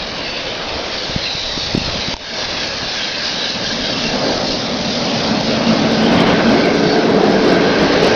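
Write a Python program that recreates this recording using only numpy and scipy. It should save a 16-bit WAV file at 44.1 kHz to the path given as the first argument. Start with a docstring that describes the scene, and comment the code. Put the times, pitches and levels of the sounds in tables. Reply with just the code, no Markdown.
"""Electric train passing a snowy platform

Mostly hiss comes first: the pantograph (the arm on the roof) scrapes the frosty wire, snow sprays,
and an echo off the ground sweeps the sound. Then the locomotive and coaches roll close: their bogies
(wheel frames) boom, and the wheels roar and ring. Wind bumps the microphone early on and three sharp
ticks sound. The small recorder loses the high treble and clips on the loudest rumble."""
import sys
import numpy as np
from scipy import signal
from scipy.fft import rfft, irfft, next_fast_len
from scipy.io import wavfile
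from scipy.ndimage import uniform_filter1d, minimum_filter1d, map_coordinates

SR = 44100
rng = np.random.default_rng(int(sys.argv[2]) if len(sys.argv) > 2 else 0)


def to_wav(s):
    """Save 16-bit WAV."""
    ch = np.atleast_2d(s).T  # columns
    pcm = np.round(np.clip(ch, -1, 1) * 32767)  # PCM
    wavfile.write(sys.argv[1], SR, pcm.astype(np.int16))


N = 359415
TIME = np.arange(N) / SR

# how loud the rolling wheels are, from 0 (faint) to 1 (loud);
# it wavers, then grows as the train nears: time_s, strength
ROLLING_STRENGTH = [(0, 0.2), (1.15, 0.09), (1.4, 0), (1.9, 0.27), (3.2, 0.12), (3.9, 0.43), (4.9, 0.47),
                    (5.6, 0.73), (6.35, 0.91), (7.5, 0.97), (7.85, 0.88), (8.15, 0.89)]
# the coaches' part of the boom and roar, from 0 to 1: time_s, share
COACH_SHARE = [(5.6, 0.01), (6.2, 0.46), (6.65, 0.6), (6.9, 1), (7.45, 0.88), (7.8, 0.84), (8.15, 0.6)]
# bogies going by, which lift the grind most: time_s, rise_db, half_length_s
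BOGIE_PASSES = [(5.2, 2.5, .17), (5.72, 3, 0.17), (6.24, 8, .19), (6.56, 3, 0.078), (8.05, 5.5, .55)]
# rougher stretches of rail, which lift the roar most: time_s, rise_db, half_length_s
ROUGH_RAIL = [(.85, 4.5, 0.44), (2.5, 1, 0.32), (4.3, 5, 0.21), (5.3, 1.5, .15), (7.15, 2, 0.24)]
# tone colours of the low boom, middle roar and high grind of rolling: pitch_hz, level_db
LOCO_BOOM_COLOUR = [(30, -42.5), (65, -16.5), (110, -11.5), (155, -4.5), (195, -3.5), (228, -1),
                    (275, -4.5), (320, -12), (400, -26), (700, -70.5)]
COACH_BOOM_COLOUR = [(30, -51), (65, -21.5), (125, -14), (160, -5), (190, 2), (232, -1.5), (255, -6.5),
                     (285, 5), (330, -10.5), (420, -34.5), (700, -63.5)]
LOCO_ROAR_COLOUR = [(150, -42), (280, -3), (350, -5), (440, -3), (530, 1), (650, -0.5), (760, -5.5),
                    (920, -12.5), (1200, -29.5), (2000, -73.5)]
COACH_ROAR_COLOUR = [(150, -44.5), (280, -9.5), (340, -1.5), (390, 1), (436, 0), (485, -2), (570, -8),
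                     (690, -4), (800, -13), (950, -18), (1200, -31.5), (2000, -64)]
GRIND_COLOUR = [(400, -37.5), (800, 2), (1000, 0.5), (1250, 0), (1500, -3.5), (1900, -3), (2500, -8),
                (3500, -14), (7000, -47)]
# the notes a wheel rings at: pitch_hz, half_width_hz, level_db
WHEEL_NOTES = [(1630, 117, -0.5), (2300, 100, -11), (2800, 160, -13), (3370, 120, -17.5), (4270, 130, -13)]
# how loudly the wheels ring: time_s, level_db
RING_LEVEL = [(0, -40.5), (1, -37.5), (1.5, -43), (2.4, -32.5), (3.35, -32), (4.3, -34.5), (4.6, -44),
              (5.6, -36.5), (6.3, -28), (7.2, -27.5), (7.6, -25), (8.15, -27.5)]
# the ring's drop in pitch as the wheels pass (Doppler effect): time_s, pitch_ratio
RING_PITCH = [(0, 1.0), (3.7, 1.0), (4.4, .99), (5.6, .95), (7, .95), (8.15, .965)]
# tone colours of the hiss and the finer fizz above it: pitch_hz, level_db
HISS_COLOUR = [(700, -45), (1400, -15.5), (2000, -3.5), (2300, -1.5), (2700, 0), (3100, 0.5), (3700, 0),
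               (4300, -2.5), (5200, -17), (7000, -48)]
FIZZ_COLOUR = [(2500, -28.5), (3500, -4.5), (4100, -1), (4600, 0), (5100, -0.5), (5600, -4.5), (6100, -10),
               (6600, -13.5), (8000, -21)]
# how loud the hiss and the fizz are: time_s, level_db
HISS_LEVEL = [(0, -29), (1.15, -28.5), (1.45, -29), (1.8, -27), (2.6, -26.5), (4.05, -27.5), (4.35, -31.5),
              (4.8, -28.5), (6.6, -29.5), (7.2, -33.5), (8.15, -30)]
FIZZ_LEVEL = [(0, -32), (.65, -32), (1.2, -27), (3.6, -25), (5.3, -25), (6.2, -28.5), (6.9, -28),
              (7.2, -30.5), (8.15, -27.5)]
# strength of the ground echo next to the direct hiss: time_s, gain_ratio
ECHO_STRENGTH = [(0, .12), (1.15, .08), (1.3, 0.2), (2, .17), (3.1, 0.3), (4.2, .27), (4.6, 0.1)]
# tone colour of wind on the microphone: pitch_hz, level_db
WIND_COLOUR = [(8, -17), (24, -4.5), (38, -7), (60, -6), (120, -9), (200, -25), (500, -72)]
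# gusts and the train's draught: time_s, rise_db, half_length_s
GUSTS = [(.55, 4.5, .8), (1.85, 15, 0.3), (2.55, 4.5, .25), (4.1, 5, .25), (6.2, 7, .4), (7.75, 7, .35)]
# swirls of air hitting the microphone: start_s, relative_level_db, pitch_hz
WIND_BUMPS = [(0.019, -31, 366), (1.096, -19.5, 153), (1.161, -8.5, 153), (1.35, -21.5, 138),
              (1.576, -13.5, 256), (1.749, -2, 260), (1.772, -17, 189.4), (1.777, -6, 185),
              (1.815, -18, 143), (1.878, -18, 157), (1.956, -17.5, 137), (2.084, -13.5, 172),
              (2.55, -28, 137), (2.83, -20, 187)]
# brief notes from rails and wheel rims: time_s, relative_level_db, pitch_hz, half_length_s
STEEL_NOTES = [(0.318, -32, 2665, .09), (0.306, -33.5, 4560, 0.18), (1.26, -30, 2700, .029),
               (1.28, -38, 4560, .07), (1.644, -30, 4460, .09), (2.05, -33, 3970, .08),
               (2.85, -39, 4360, .12), (3.12, -34, 3960, .08), (3.45, -27.5, 3930, .11),
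               (3.68, -30, 1636, .07), (4.07, -30.5, 2750, 0.077), (4.30, -30.5, 4100, 0.043),
               (4.50, -28, 4120, .04), (6.07, -27, 3000, 0.054), (6.638, -29.5, 2195, 0.1),
               (6.911, -28.5, 4520, .05)]
# sharp ticks close to the microphone: start_s, crack_db, thud_db
TICKS = [(2.140, 8, -3), (2.167, 1, -32), (5.411, -1, -28)]
# wheels jolting the locomotive's frame and a coach's bogie: time_s, rise_db
LOCO_JOLTS = [(5.70, 7.5), (6.1, 5), (6.48, 11)]
COACH_JOLTS = [(6.88, 5.5), (8.08, 12)]
# how the recorder loses the high treble: pitch_hz, gain_db
TREBLE_LOSS = [(6000, 1), (6400, -3.5), (6700, -8.5), (7000, -15.5), (7250, -22.5), (7500, -52.5),
               (7800, -100)]


def amp(db):
    """Turn decibels into a number to multiply a sound by."""
    return 10 ** (np.asarray(db) / 20)


def unit(x):
    """Scale a signal to an average strength (rms) of 1."""
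    return x / np.sqrt(np.mean(x ** 2) + 1e-20)


def along(points, hz):
    """Read between (pitch_hz, value) points on a logarithmic pitch scale."""
    pitches, values = np.transpose(points)
    return np.interp(np.log(hz + 1), np.log(pitches + 1), values)


def curve(points):
    """Join (time_s, value) points with straight lines."""
    return np.interp(TIME, *np.transpose(points))


def swells(rows):
    """Smooth rises and falls in level, in decibels."""
    return sum(db * np.exp(-((TIME - time_s) / half_s) ** 2) for time_s, db, half_s in rows)


def wobble(rate_hz):
    """A smooth random curve that finds a new value rate_hz times a second."""
    return map_coordinates(rng.standard_normal(int(N * rate_hz / SR) + 4), [TIME * rate_hz])


def filtered(x, response):
    """Turn each frequency of x up or down by response(hz)."""
    size = next_fast_len(N + SR // 2)
    return irfft(rfft(x, size) * response(np.fft.rfftfreq(size, 1 / SR)), size)[:N]


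def rush(colour, patchy_db):
    """Rushing noise with a given tone colour and small, random louder and softer patches."""
    spectrum = signal.stft(rng.standard_normal(N), nperseg=1024)[2]
    patches = uniform_filter1d(rng.standard_normal(spectrum.shape), size=6, axis=0)
    patches = unit(uniform_filter1d(patches, size=7, axis=1))
    noise = signal.istft(spectrum * amp(patchy_db * patches), nperseg=1024)[1][:N]
    return unit(filtered(noise, lambda hz: amp(along(colour, hz))))


def ringing(notes, pitch_ratio):
    """Noise that rings at the given notes, played faster or slower to bend their pitch."""
    peaks = lambda hz: sum(amp(db) / (1 + ((hz - pitch) / width) ** 2) for pitch, width, db in notes)
    ring = filtered(rng.standard_normal(N), peaks)
    return unit(map_coordinates(ring, [np.cumsum(pitch_ratio)], order=3, mode="wrap"))


def tone(hz, wander_hz, flutter_db, rate_hz):
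    """An unsteady note whose pitch and level stray at random."""
    phase = 2 * np.pi * np.cumsum(hz + wander_hz * wobble(rate_hz)) / SR
    return unit(amp(flutter_db * wobble(rate_hz)) * np.sin(phase))


def add(track, start_s, sound):
    """Mix a short sound into a track."""
    part = track[round(start_s * SR):][:len(sound)]
    part += sound[:len(part)]


def rolling():
    """Rough wheels shake the bogies and track; the colour shifts as coaches follow the locomotive."""
    strength, share = curve(ROLLING_STRENGTH), curve(COACH_SHARE)
    bogie_db, rough_db = swells(BOGIE_PASSES), swells(ROUGH_RAIL)
    loco_db = 4.5 * np.exp(-((TIME - 4.4) / 1.6) ** 2)  # the heavy locomotive booms more
    between = lambda faint_db, loud_db: faint_db + strength * (loud_db - faint_db)
    boom_db = between(faint_db=-41.5, loud_db=-16.5) + 0.13 * bogie_db + 0.15 * rough_db + loco_db
    roar_db = between(faint_db=-34.5, loud_db=-15.5) + 0.15 * bogie_db + rough_db
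    grind_db = between(faint_db=-34, loud_db=-26.5) + bogie_db + 0.39 * rough_db
    blend = lambda loco, coach: (np.sqrt(1 - share) * rush(loco, patchy_db=0.46)
                                 + np.sqrt(share) * rush(coach, patchy_db=1.66))
    judder = wobble(28)  # jolts shake all three layers together
    boom = amp(boom_db + 0.82 * judder) * blend(LOCO_BOOM_COLOUR, COACH_BOOM_COLOUR)
    roar = amp(roar_db + 0.73 * judder) * blend(LOCO_ROAR_COLOUR, COACH_ROAR_COLOUR)
    grind = amp(grind_db + 0.5 * judder) * rush(GRIND_COLOUR, patchy_db=1.5)
    return boom + roar + grind


def wheel_ring():
    """The wheel discs ring, a little lower once they pass."""
    return amp(curve(RING_LEVEL) + 2 * wobble(11)) * ringing(WHEEL_NOTES, curve(RING_PITCH))


def wire_and_snow():
    """The pantograph scrapes the frosty wire and snow sprays, making a hiss and a finer fizz."""
    hiss_db = curve(HISS_LEVEL) + 0.45 * swells(BOGIE_PASSES) + 0.7 * wobble(7)
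    fizz_db = curve(FIZZ_LEVEL) + 0.76 * wobble(7.7)
    hiss = amp(hiss_db) * rush(HISS_COLOUR, patchy_db=2.5)
    fizz = amp(fizz_db) * rush(FIZZ_COLOUR, patchy_db=1.32)
    scrape = shrill_scrape()
    chatter_db = 0.53 * wobble(16) + 1.04 * wobble(220)  # the contact with the wire trembles
    return (hiss + fizz + scrape) * amp(chatter_db)


def ground_echo(direct):
    """The pantograph's sound also bounces off the ground, lagging more the nearer the train is."""
    speed_m_per_s, sound_m_per_s, closest_s = 11, 343, 4.82
    side_m, wire_height_m, mic_height_m = 8.3, 5.33, 1.3
    ground_m = np.hypot(speed_m_per_s * (TIME - closest_s), side_m)
    direct_m = np.hypot(ground_m, wire_height_m - mic_height_m)
    bounce_m = np.hypot(ground_m, wire_height_m + mic_height_m)
    lag_s = (bounce_m - direct_m) / sound_m_per_s
    echo = map_coordinates(direct, [(TIME - lag_s) * SR], order=3)
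    strength = curve(ECHO_STRENGTH)
    return (direct + strength * echo) / np.sqrt(1 + strength ** 2)


def wind():
    """Air flutters low on the microphone, and single swirls bump it for a wave or two."""
    breeze_db = -42 + swells(GUSTS) + 0.6 * wobble(9.2)
    air = amp(breeze_db) * rush(WIND_COLOUR, patchy_db=2.5)
    t = np.arange(SR // 20) / SR
    for start_s, db, hz in WIND_BUMPS:
        age = t * hz / 0.36  # lower bumps last longer
        bump = age ** 2 * np.exp(-2 * age) * np.sin(2 * np.pi * hz * t)
        add(air, start_s, amp(db + 2.5) * bump / np.abs(bump).max())
    return air


def singing_steel():
    """Steel rubbing on steel swells into a rough note and fades again."""
    track = np.zeros(N)
    for time_s, db, hz, half_s in STEEL_NOTES:
        swell = np.exp(-((TIME - time_s) / half_s) ** 2)
        track += amp(db + 0.5) * swell * tone(hz, wander_hz=100.1, flutter_db=4, rate_hz=220)
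    return track


def shrill_scrape():
    """A shrill scrape flares up in the hiss, then fades while its pitch sags."""
    peak_s, rise_s, level_db, fade_db_per_s = 1.26, 0.046, -24.5, 21.5
    pitch_hz, half_width_hz, sag_hz_per_s = 4030, 250, 600
    age_s = np.maximum(TIME - peak_s, 0)
    rise = np.exp(-(np.minimum(TIME - peak_s, 0) / rise_s) ** 2)
    pitch_ratio = 1 - sag_hz_per_s * np.minimum(age_s, 1) / pitch_hz
    band = ringing([(pitch_hz, half_width_hz, 0)], pitch_ratio)
    return rise * amp(level_db - fade_db_per_s * age_s) * band


def ticks():
    """Sharp ticks close to the microphone, each a brief crack over a dull thud."""
    track, t = np.zeros(N), np.arange(SR // 20) / SR
    ping = lambda hz, fade_s: np.sin(2 * np.pi * hz * t) * amp(-60 * t / fade_s)
    crack = ping(3300, fade_s=0.0017) + 0.99 * ping(5100, fade_s=0.0017) + 0.48 * ping(930, fade_s=0.016)
    crack /= np.abs(crack).max()
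    thud = -ping(45, fade_s=0.038)
    for start_s, crack_db, thud_db in TICKS:
        add(track, start_s, amp(crack_db) * crack + amp(thud_db) * thud)
    return track


def pass_by(closest_s, fade_s):
    """A passing source is half as strong at twice the distance."""
    return 1 / np.hypot(1, (TIME - closest_s) / fade_s)


def frame_drones():
    """Shaken by the wheels, the locomotive's frame and a coach's bogie each drone at their own note."""
    jolt_db = lambda jolts: swells([(time_s, db, 0.05) for time_s, db in jolts])
    loco = amp(-20.5 + jolt_db(LOCO_JOLTS)) * pass_by(closest_s=5.73, fade_s=0.5)
    loco *= tone(hz=225, wander_hz=11, flutter_db=1.5, rate_hz=24)
    coach = amp(-21.5 + jolt_db(COACH_JOLTS)) * pass_by(closest_s=7.2, fade_s=0.35)
    coach *= tone(hz=435.6, wander_hz=8.24, flutter_db=1.5, rate_hz=28)
    return curve(ROLLING_STRENGTH) * (loco + coach)


def gain_control(x, threshold_db, bass_weight, recovery_db_per_s):
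    """A loud peak turns the volume down at once; it holds briefly, then creeps back up."""
    sensed = filtered(x, lambda hz: along([(500, bass_weight), (2000, 1)], hz))  # treble trips it soonest
    over_db = np.maximum(20 * np.log10(np.abs(sensed) + 1e-9) - threshold_db, 0)
    held_db = -minimum_filter1d(-over_db, size=1801, origin=880)  # hold for about 40 ms
    recovery_db = recovery_db_per_s * TIME
    cut_db = np.maximum.accumulate(held_db + recovery_db) - recovery_db
    return x * amp(-uniform_filter1d(cut_db, size=40))


def scene():
    """The train, wind and ticks all reach one microphone."""
    train = rolling() + frame_drones() + wheel_ring() + singing_steel() + ground_echo(wire_and_snow())
    return (train + wind() + ticks())[None]


def record(dry):
    """The recorder turns down peaks and loses the high treble; the loudest rumble still clips."""
    levelled = gain_control(dry[0], threshold_db=-4, bass_weight=0.57, recovery_db_per_s=47)
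    dulled = filtered(levelled, lambda hz: amp(along(TREBLE_LOSS, hz)))
    ceiling, hardness, top_hz = 0.72, 24, 15870
    clipped = dulled / (1 + np.abs(dulled / ceiling) ** hardness) ** (1 / hardness)
    return filtered(clipped, lambda hz: hz < top_hz)[None]


dry = scene()
out = record(dry)
to_wav(out)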